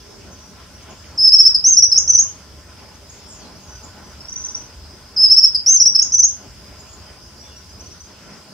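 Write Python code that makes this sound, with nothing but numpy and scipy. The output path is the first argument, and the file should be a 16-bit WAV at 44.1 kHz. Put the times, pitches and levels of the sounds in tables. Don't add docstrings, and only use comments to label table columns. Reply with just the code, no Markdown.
import sys
import numpy as np
from scipy import signal
from scipy.fft import rfft, irfft, next_fast_len
from scipy.io import wavfile
from scipy.ndimage import uniform_filter1d, map_coordinates

SR = 44100
rng = np.random.default_rng(int(sys.argv[2]) if len(sys.argv) > 2 else 0)


def digitize_waveform(pressure):
    field = np.atleast_2d(pressure).T
    bounded = np.clip(field, -1, 1)
    quanta = np.round(bounded * 32767).astype(np.int16)
    wavfile.write(sys.argv[1], SR, quanta)


def amplitude_ratio(level_db):
    exponent = np.asarray(level_db, float) / 20
    return 10 ** exponent


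N = 376173

# (frequency [Hz], density [dB per Hz])
RUMBLE = [(15, -39.5), (30, -23.5), (50, -4.5), (72, 3), (100, -4.5), (150, -14), (300, -43)]
# (time [s], half width [s], rise [dB])
REVS = [
    (2.1, .3, 3),
    (6.6, .45, 3),
]
# (frequency [Hz], density [dB per Hz])
TRAFFIC = [(60, -24), (130, 0.5), (250, 0), (600, -7), (1500, -9.5), (2300, -12.5), (3400, -13.5),
           (3900, -17), (4500, -12.5), (5500, -9), (7000, -18), (10000, -25.5), (15700, -33)]
# (frequency [Hz], width [Hz], level [dB])
DRONES = [(197, 26, 3.5), (400, 16, 2), (606, 50, 5.5), (850, 17, 6.5), (1030, 24, 7.5), (1358, 23, 6.5),
          (1492, 18, 7.5)]
# (time [s], half width [s], rise [dB])
PASSES = [(0, .2, 3), (.92, .25, 3), (2.0, .3, 1.5), (2.82, .14, 2.5), (3.42, .12, 2), (4.1, .35, 3),
          (4.85, .35, 2.5), (6.8, .5, 2), (8.5, .3, 3.5)]
# (frequency [Hz], width [Hz], level [dB])
INSECTS = [
    (4962, 80, 0),
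    (5080, 170, -2),
]
# (time [s], level [dB])
CHORUS = [(0, -56), (2.4, -54), (4.75, -50), (6.4, -49.5), (8.53, -52)]
# (frequency [Hz], correlation [-1 to 1])
ALIKE = [(60, 1), (130, 0.87), (280, 0.77), (610, 0.75), (1310, 0.76), (2840, 0.4), (6140, 0.04)]
# (time [s], start [Hz], end [Hz], level [dB])
CHIPS = [(.745, 5700, 5850, -53), (.82, 6000, 6250, -52), (.893, 5900, 7200, -49),
         (2.94, 5700, 6470, -54.5), (3.09, 6200, 7020, -47), (3.555, 5400, 6140, -52),
         (3.83, 6300, 7200, -44), (6.79, 6400, 7300, -48), (7.56, 5500, 5900, -47), (7.69, 5500, 6600, -52),
         (7.795, 5300, 6300, -45), (7.855, 5500, 6400, -46), (7.91, 5300, 6200, -45.5),
         (8.0, 5900, 6000, -47)]
# (time [s], length [s], start [Hz], end [Hz], level [dB])
SLURS = [(.002, .18, 5600, 5160, -58), (.31, .05, 6250, 6150, -52), (.38, .12, 5950, 5700, -53.5),
         (1.0, .17, 5240, 5200, -60), (2.27, .05, 3100, 2950, -59), (3.19, .19, 5300, 5600, -53),
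         (3.385, .085, 5070, 3950, -55.5), (3.6, .053, 6400, 6560, -55), (3.67, .11, 6000, 5960, -50),
         (4.02, .12, 5850, 6000, -59), (5.16, .12, 2900, 2914, -59), (7.39, .08, 5600, 5850, -52.5),
         (7.43, .09, 3500, 3420, -59), (7.49, .09, 2850, 2790, -61), (7.2, .1, 5500, 5550, -59),
         (7.5, .05, 5600, 5550, -56), (8.03, .05, 6100, 6500, -56)]
# (time [s], length [s], start [Hz], end [Hz], level [dB])
BUZZES = [(.76, .075, 3100, 3000, -59.5), (3.12, .09, 6400, 6800, -53.5), (3.265, .1, 8800, 6600, -53),
          (3.27, .16, 7600, 5800, -51), (3.1, .05, 7200, 7600, -57), (6.865, .09, 6600, 6950, -52.5)]
# (time [s], length [s], start [Hz], end [Hz], level [dB], roughness [Hz])
HORN = (.001, .25, 400, 392, -53.5, 14)
# (time [s], length [s], start [Hz], end [Hz], level [dB], roughness [Hz])
TWIG = (1.038, .0098, 2900, 3000, -50, 450)
# (time [s], top [Hz], level [dB])
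TRILL = [(4.205, 5550, -37), (4.245, 5650, -40), (4.284, 6050, -32), (4.319, 6200, -33), (4.357, 6200, -34),
         (4.396, 6200, -33), (4.439, 6200, -33), (4.485, 6110, -35), (4.545, 6050, -32), (4.595, 6100, -44),
         (4.635, 6100, -48)]
# (time [s], peak level [dB], left over right [dB])
BILL_SNAPS = [(1.5225, -33.5, -4.5), (1.944, -25, 6), (5.661, -32, -3), (5.6663, -23, 10)]
# (share of the length [0-1], pitch height from low to top [0-1], level [dB])
OPENING_SHAPE = [(0, 1.7, -19), (.05, 1.35, -11), (.13, 0, -6.5), (.25, .7, -5.5), (.7, 1, 1),
                 (.9, .7, 0.5), (.97, -.4, -9), (1, -1.97, -25)]
ARCH_SHAPE = [(0, -0.74, -13.5), (.08, 0, -5), (.3, .7, -1.5), (.6, 1, 1.5), (.8, .8, -2),
              (.92, 0.13, -8.5), (1, -1.4, -22)]
FALL_SHAPE = [(0, 0.71, -11.5), (.1, .8, 0), (.35, 0.95, 1), (.7, .3, -1.5), (.88, -.5, -7.5),
              (1, -1.6, -23)]
BOW_SHAPE = [(0, -.2, -7), (.06, 0.19, -3), (.3, .85, 1), (.5, 0.97, -4), (.72, .92, -2), (.88, .7, -0.5),
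             (.96, .2, -9), (1, -.8, -24)]
HOOK_SHAPE = [(0, -.4, -13), (.12, 0, -2), (.45, .8, -2), (.65, 1, -0.5), (.85, .55, -4.5), (1, -1.1, -24)]
SWEEP_SHAPE = [(0, -.2, -10.5), (.35, .35, 0.5), (.7, .75, -1), (1, 1, -24.5)]
KINK_SHAPE = [(0, -.2, -10), (.1, 0.29, -7), (.36, 1, -11), (.5, 0.41, -2), (.75, .65, 1), (.9, .3, -10.5),
              (1, -0.49, -24)]
CLOSE_SHAPE = [(0, -.6, -12), (.08, -.05, -8), (.3, .5, -0.5), (.55, 0.99, -2.5), (.8, 1, -4.5),
               (1, 0.37, -13.5)]
# (time [s], length [s], top [Hz], level [dB rms])
OPENINGS = [
    (1.176, .122, 5272, -8.5),
    (5.162, .109, 5250, -9),
]
ARCHES = [(1.319, .043, 5400, -5), (1.384, .037, 5434, -4), (1.45, .033, 5406, -4.5),
          (1.916, .023, 5364, -8.5), (1.955, .018, 5563, -11.5), (5.298, .043, 5380, -5.5),
          (5.364, .038, 5440, -5.5), (5.428, .034, 5410, -5.5), (5.948, .022, 5370, -8),
          (5.988, .017, 5500, -7)]
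FALLS = [(1.545, .024, 5200, -10), (5.546, .025, 5126, -13)]
BOWS = [(1.64, .109, 6440, -8.5), (5.661, .121, 6386, -8.5)]
HOOKS = [(1.767, .036, 5900, -5), (1.821, .036, 5920, -5), (5.798, .037, 5870, -6), (5.854, .033, 5820, -6)]
SWEEPS = [(1.972, .022, 6950, -6), (6.017, .019, 7010, -10.5)]
KINKS = [(2.076, .042, 6500, -6.5), (2.134, .032, 6440, -6), (6.12, .042, 6450, -8.5),
         (6.179, .032, 6530, -5.5)]
CLOSES = [
    (2.18, .036, 6595, -6),
    (6.227, .035, 6530, -5.5),
]
# (frequency [Hz], level [dB])
THROAT = [(8000, -49), (9800, -29.5), (10800, -35.5), (11500, -44), (12200, -58), (14000, -66)]
# (frequency [Hz], level [dB])
HASH = [(3000, -62), (5500, -38), (7000, -26), (8200, -41), (11000, -35.5), (15500, -35.5)]


def unit(x):
    return x / np.sqrt(np.mean(x ** 2) + 1e-20)


def along(points, hz):
    f, v = np.transpose(points)
    return np.interp(np.log(hz + 1), np.log(f + 1), v)


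def curve(rows):
    return np.interp(np.arange(N) / SR, *np.transpose(rows))


def wobble(rate, size=N):
    knots = rng.standard_normal(int(size * rate / SR) + 4)
    return map_coordinates(knots, [np.arange(size) * rate / SR])


def swells(rows):
    t = np.arange(N) / SR
    return sum(db * np.exp(-((t - s) / width) ** 2) for s, width, db in rows)


def filtered(x, response):
    m = next_fast_len(N + SR // 2)
    return irfft(rfft(x, m) * response(np.fft.rfftfreq(m, 1 / SR)), m)[..., :N]


def humps(peaks, hz):
    return sum(amplitude_ratio(2 * db) / (1 + (2 * (hz - c) / w) ** 2) for c, w, db in peaks)


def add(track, s, sound):
    track[round(s * SR):][:len(sound)] += sound


def rush(gain, patchy_db):
    z = signal.stft(rng.standard_normal((2, N)), nperseg=512)[2]
    field = uniform_filter1d(rng.standard_normal(z.shape[1:]), size=12, axis=1)
    field = uniform_filter1d(field, size=10, axis=0)
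    pair = signal.istft(z * amplitude_ratio(patchy_db * unit(field)), nperseg=512)[1][:, :N]

    def response(hz):
        turn = np.arccos(np.clip(along(ALIKE, hz), -1, 1)) / 2
        return gain(hz) * np.array([np.cos(turn), np.sin(turn)])

    mid, side = filtered(pair, response)
    return unit(np.array([mid + side, mid - side]))


def engine():
    leaves_s, fade_db_per_s = 8.03, 30
    leaving_db = fade_db_per_s * np.clip(np.arange(N) / SR - leaves_s, 0, None)
    level_db = -49.7 + swells(REVS) - leaving_db
    return amplitude_ratio(level_db + 3.5 + 1.1 * wobble(5)) * rush(lambda hz: amplitude_ratio(along(RUMBLE, hz)), patchy_db=1.0)


def traffic():
    wash = rush(lambda hz: amplitude_ratio(along(TRAFFIC, hz)) * np.sqrt(1 + humps(DRONES, hz)), patchy_db=1.7)
    low = lambda hz: 1 / (1 + (hz / 3500) ** 4)
    steady = amplitude_ratio(-42) * filtered(wash, lambda hz: 1 - low(hz))
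    road_db = -51.5 + swells(PASSES)
    swelling = amplitude_ratio(road_db + 5.0 + 1.2 * wobble(9) + .8 * wobble(20)) * filtered(wash, low)
    return steady + swelling


def insects():
    hum = rush(lambda hz: humps(INSECTS, hz), patchy_db=1.2)
    return amplitude_ratio(curve(CHORUS) + 0.83 * wobble(45)) * hum


def distant(notes):
    out = np.zeros(N)
    for s, length, from_hz, to_hz, db, rough_hz in notes:
        u = np.linspace(0, 1, int(length * SR))
        hz = from_hz + (to_hz - from_hz) * u ** .8 + rough_hz * wobble(400, size=len(u))
        gain = amplitude_ratio(db + 8.5 + 3.5 * wobble(150, size=len(u))) * np.sin(np.pi * u) ** 0.39
        add(out, s, gain * np.sin(2 * np.pi * np.cumsum(hz) / SR))
    return out


def far_off():
    chip_s, chip_rough_hz, slur_rough_hz, buzz_rough_hz = .023, 70, 80, 350
    chips = [(s, chip_s, from_hz, to_hz, db, chip_rough_hz) for s, from_hz, to_hz, db in CHIPS]
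    slurs = [(*row, slur_rough_hz) for row in SLURS]
    buzzes = [(*row, buzz_rough_hz) for row in BUZZES]
    return distant(chips + slurs + buzzes + [HORN, TWIG])


def neighbour():
    rough_hz, full_voice_s = 50, 4.35
    stroke_s, stroke_rise_hz = .015, 620
    delay_s, reply_s, reply_rise_hz, over_hz, reply_db = .018, .019, 350, 170, -2
    strokes = []
    for s, hz, db in TRILL:
        strokes.append((s, stroke_s, hz - stroke_rise_hz, hz, db, rough_hz))
        if s > full_voice_s:
            top_hz = hz + over_hz
            strokes.append((s + delay_s, reply_s, top_hz - reply_rise_hz, top_hz, db + reply_db, rough_hz))
    return distant(strokes)


def echoes(x, t60, gap, alike):
    t = np.arange(SR // 2) / SR
    a, b = rng.standard_normal((2, len(t))) * amplitude_ratio(-60 * t / t60) * np.clip(t / gap - 1, 0, 1)
    turn = np.arccos(np.clip(alike, -1, 1)) / 2
    shared, apart = np.cos(turn) * a, np.sin(turn) * b
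    tail = np.array([shared + apart, shared - apart])
    return signal.fftconvolve(x[None], tail / np.linalg.norm(tail[0]), axes=1)[:, :N]


def lagged(x, left_db, radians):
    sides = np.array([[1], [-1]])
    gain = amplitude_ratio(sides * left_db / 2)
    return filtered(np.array([x, x]), lambda hz: gain * np.exp(.5j * radians * hz / 6000 * sides))


def bill():
    out = np.zeros((2, N))
    fade = amplitude_ratio(-60 * np.arange(65) / SR / .003)
    for s, db, pan_db in BILL_SNAPS:
        grain = np.convolve(rng.standard_normal(65), [.6, .9, .9, .6], "same")
        snap = np.diff(grain * fade)
        add(out[0], s, amplitude_ratio(db + 1.5 + .5 * pan_db) * snap)
        add(out[1], s, amplitude_ratio(db + 1.5 - 0.56 * pan_db) * snap)
    return out


def whistles(shape, depth_hz, notes, flutter_hz=0, flutter_db=0):
    out = np.zeros(N)
    share, height, level = np.transpose(shape)
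    for s, length, top_hz, db in notes:
        u = np.linspace(0, 1, int(length * SR))
        bend = uniform_filter1d(np.interp(u, share, height), size=len(u) // 12, mode="nearest")
        contour_db = np.interp(u, share, level)
        flutter = np.sin(2 * np.pi * 205 * length * u + 1.8 * wobble(62, size=len(u)))
        hz = top_hz + depth_hz * (bend - 1) + flutter_hz * flutter + 15 * wobble(300, size=len(u))
        phase = 2 * np.pi * np.cumsum(hz) / SR
        edge = np.clip(np.minimum(u, 1 - u) * length / 0.0013, 0, 1) ** 1.3
        gain = edge * amplitude_ratio(db + 3.4 + contour_db + flutter_db * flutter)
        octave = amplitude_ratio(along(THROAT, 2 * hz) + 0.49 * contour_db + 3.2 * wobble(500, size=len(u)))
        overtone = octave * np.sin(2 * phase + .6 * wobble(760, size=len(u)))
        add(out, s, gain * (np.sin(phase) + overtone))
    return out


def singer():
    song = whistles(OPENING_SHAPE, 340, OPENINGS, flutter_hz=88, flutter_db=-0.2)
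    song += whistles(ARCH_SHAPE, 380, ARCHES)
    song += whistles(FALL_SHAPE, 320, FALLS, flutter_hz=130, flutter_db=-0.1)
    song += whistles(BOW_SHAPE, 1095, BOWS)
    song += whistles(HOOK_SHAPE, 535, HOOKS)
    song += whistles(SWEEP_SHAPE, 1540, SWEEPS)
    song += whistles(KINK_SHAPE, 1020, KINKS)
    song += whistles(CLOSE_SHAPE, 1005, CLOSES)
    return song


def scene():
    background = engine() + traffic() + insects()
    far, trill, song = far_off(), neighbour(), singer()
    others = amplitude_ratio(-2) * lagged(far, left_db=.1, radians=-1.8)
    others += amplitude_ratio(-5) * echoes(far, t60=.3, gap=.004, alike=.1)
    others += lagged(trill, left_db=-1.1, radians=2.36)
    others += amplitude_ratio(-5) * echoes(trill, t60=0.25, gap=0.0026, alike=-0.28)
    near = lagged(song, left_db=-.3, radians=0.064) + bill()
    near += amplitude_ratio(-11) * echoes(song, t60=.14, gap=.003, alike=-.1)
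    near += amplitude_ratio(-6.2) * echoes(song, t60=0.27, gap=0.0091, alike=-.3)
    return background + others + near


def masked(x, under_db, slope_db):
    width, shadow_from_hz = 8, 6800
    hz, t, z = signal.stft(x, SR, nperseg=1024)
    power = (np.abs(z[:, :512]) ** 2).reshape(2, -1, width, len(t)).sum(axis=(0, 2))
    level = 10 * np.log10(power + 1e-14)
    centre = hz[width // 2:512:width]
    octaves = np.log2(centre[:, None] / centre[level.argmax(axis=0)])
    shadow = level.max(axis=0) - under_db - slope_db * octaves + 2.9 * rng.standard_normal(level.shape)
    keep = (level > shadow) | (octaves <= 0) | (centre[:, None] < shadow_from_hz)
    z[:, :512] *= np.repeat(keep, width, axis=0)
    return signal.istft(z, SR, nperseg=1024)[1][:, :N]


def roll_off(x):
    return signal.sosfilt(signal.butter(12, 15750, fs=SR, output="sos"), x)


def record(dry):
    size = np.abs(signal.hilbert(dry, next_fast_len(N))[:, :N])
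    held = dry / (1 + (size / 1.06) ** 8) ** (1 / 8)
    squeezed = held / (1 + np.abs(held / 1.27) ** 7) ** (1 / 7)
    spit = amplitude_ratio(2.5) * np.clip(size - .56, 0, .3) * rng.standard_normal((2, N))
    overload = filtered(spit, lambda hz: amplitude_ratio(along(HASH, hz)))
    kept = filtered(squeezed + overload, lambda hz: hz < 15750)
    mix = masked(kept, under_db=32, slope_db=38)
    return roll_off(mix)


dry = scene()
out = record(dry)
digitize_waveform(out)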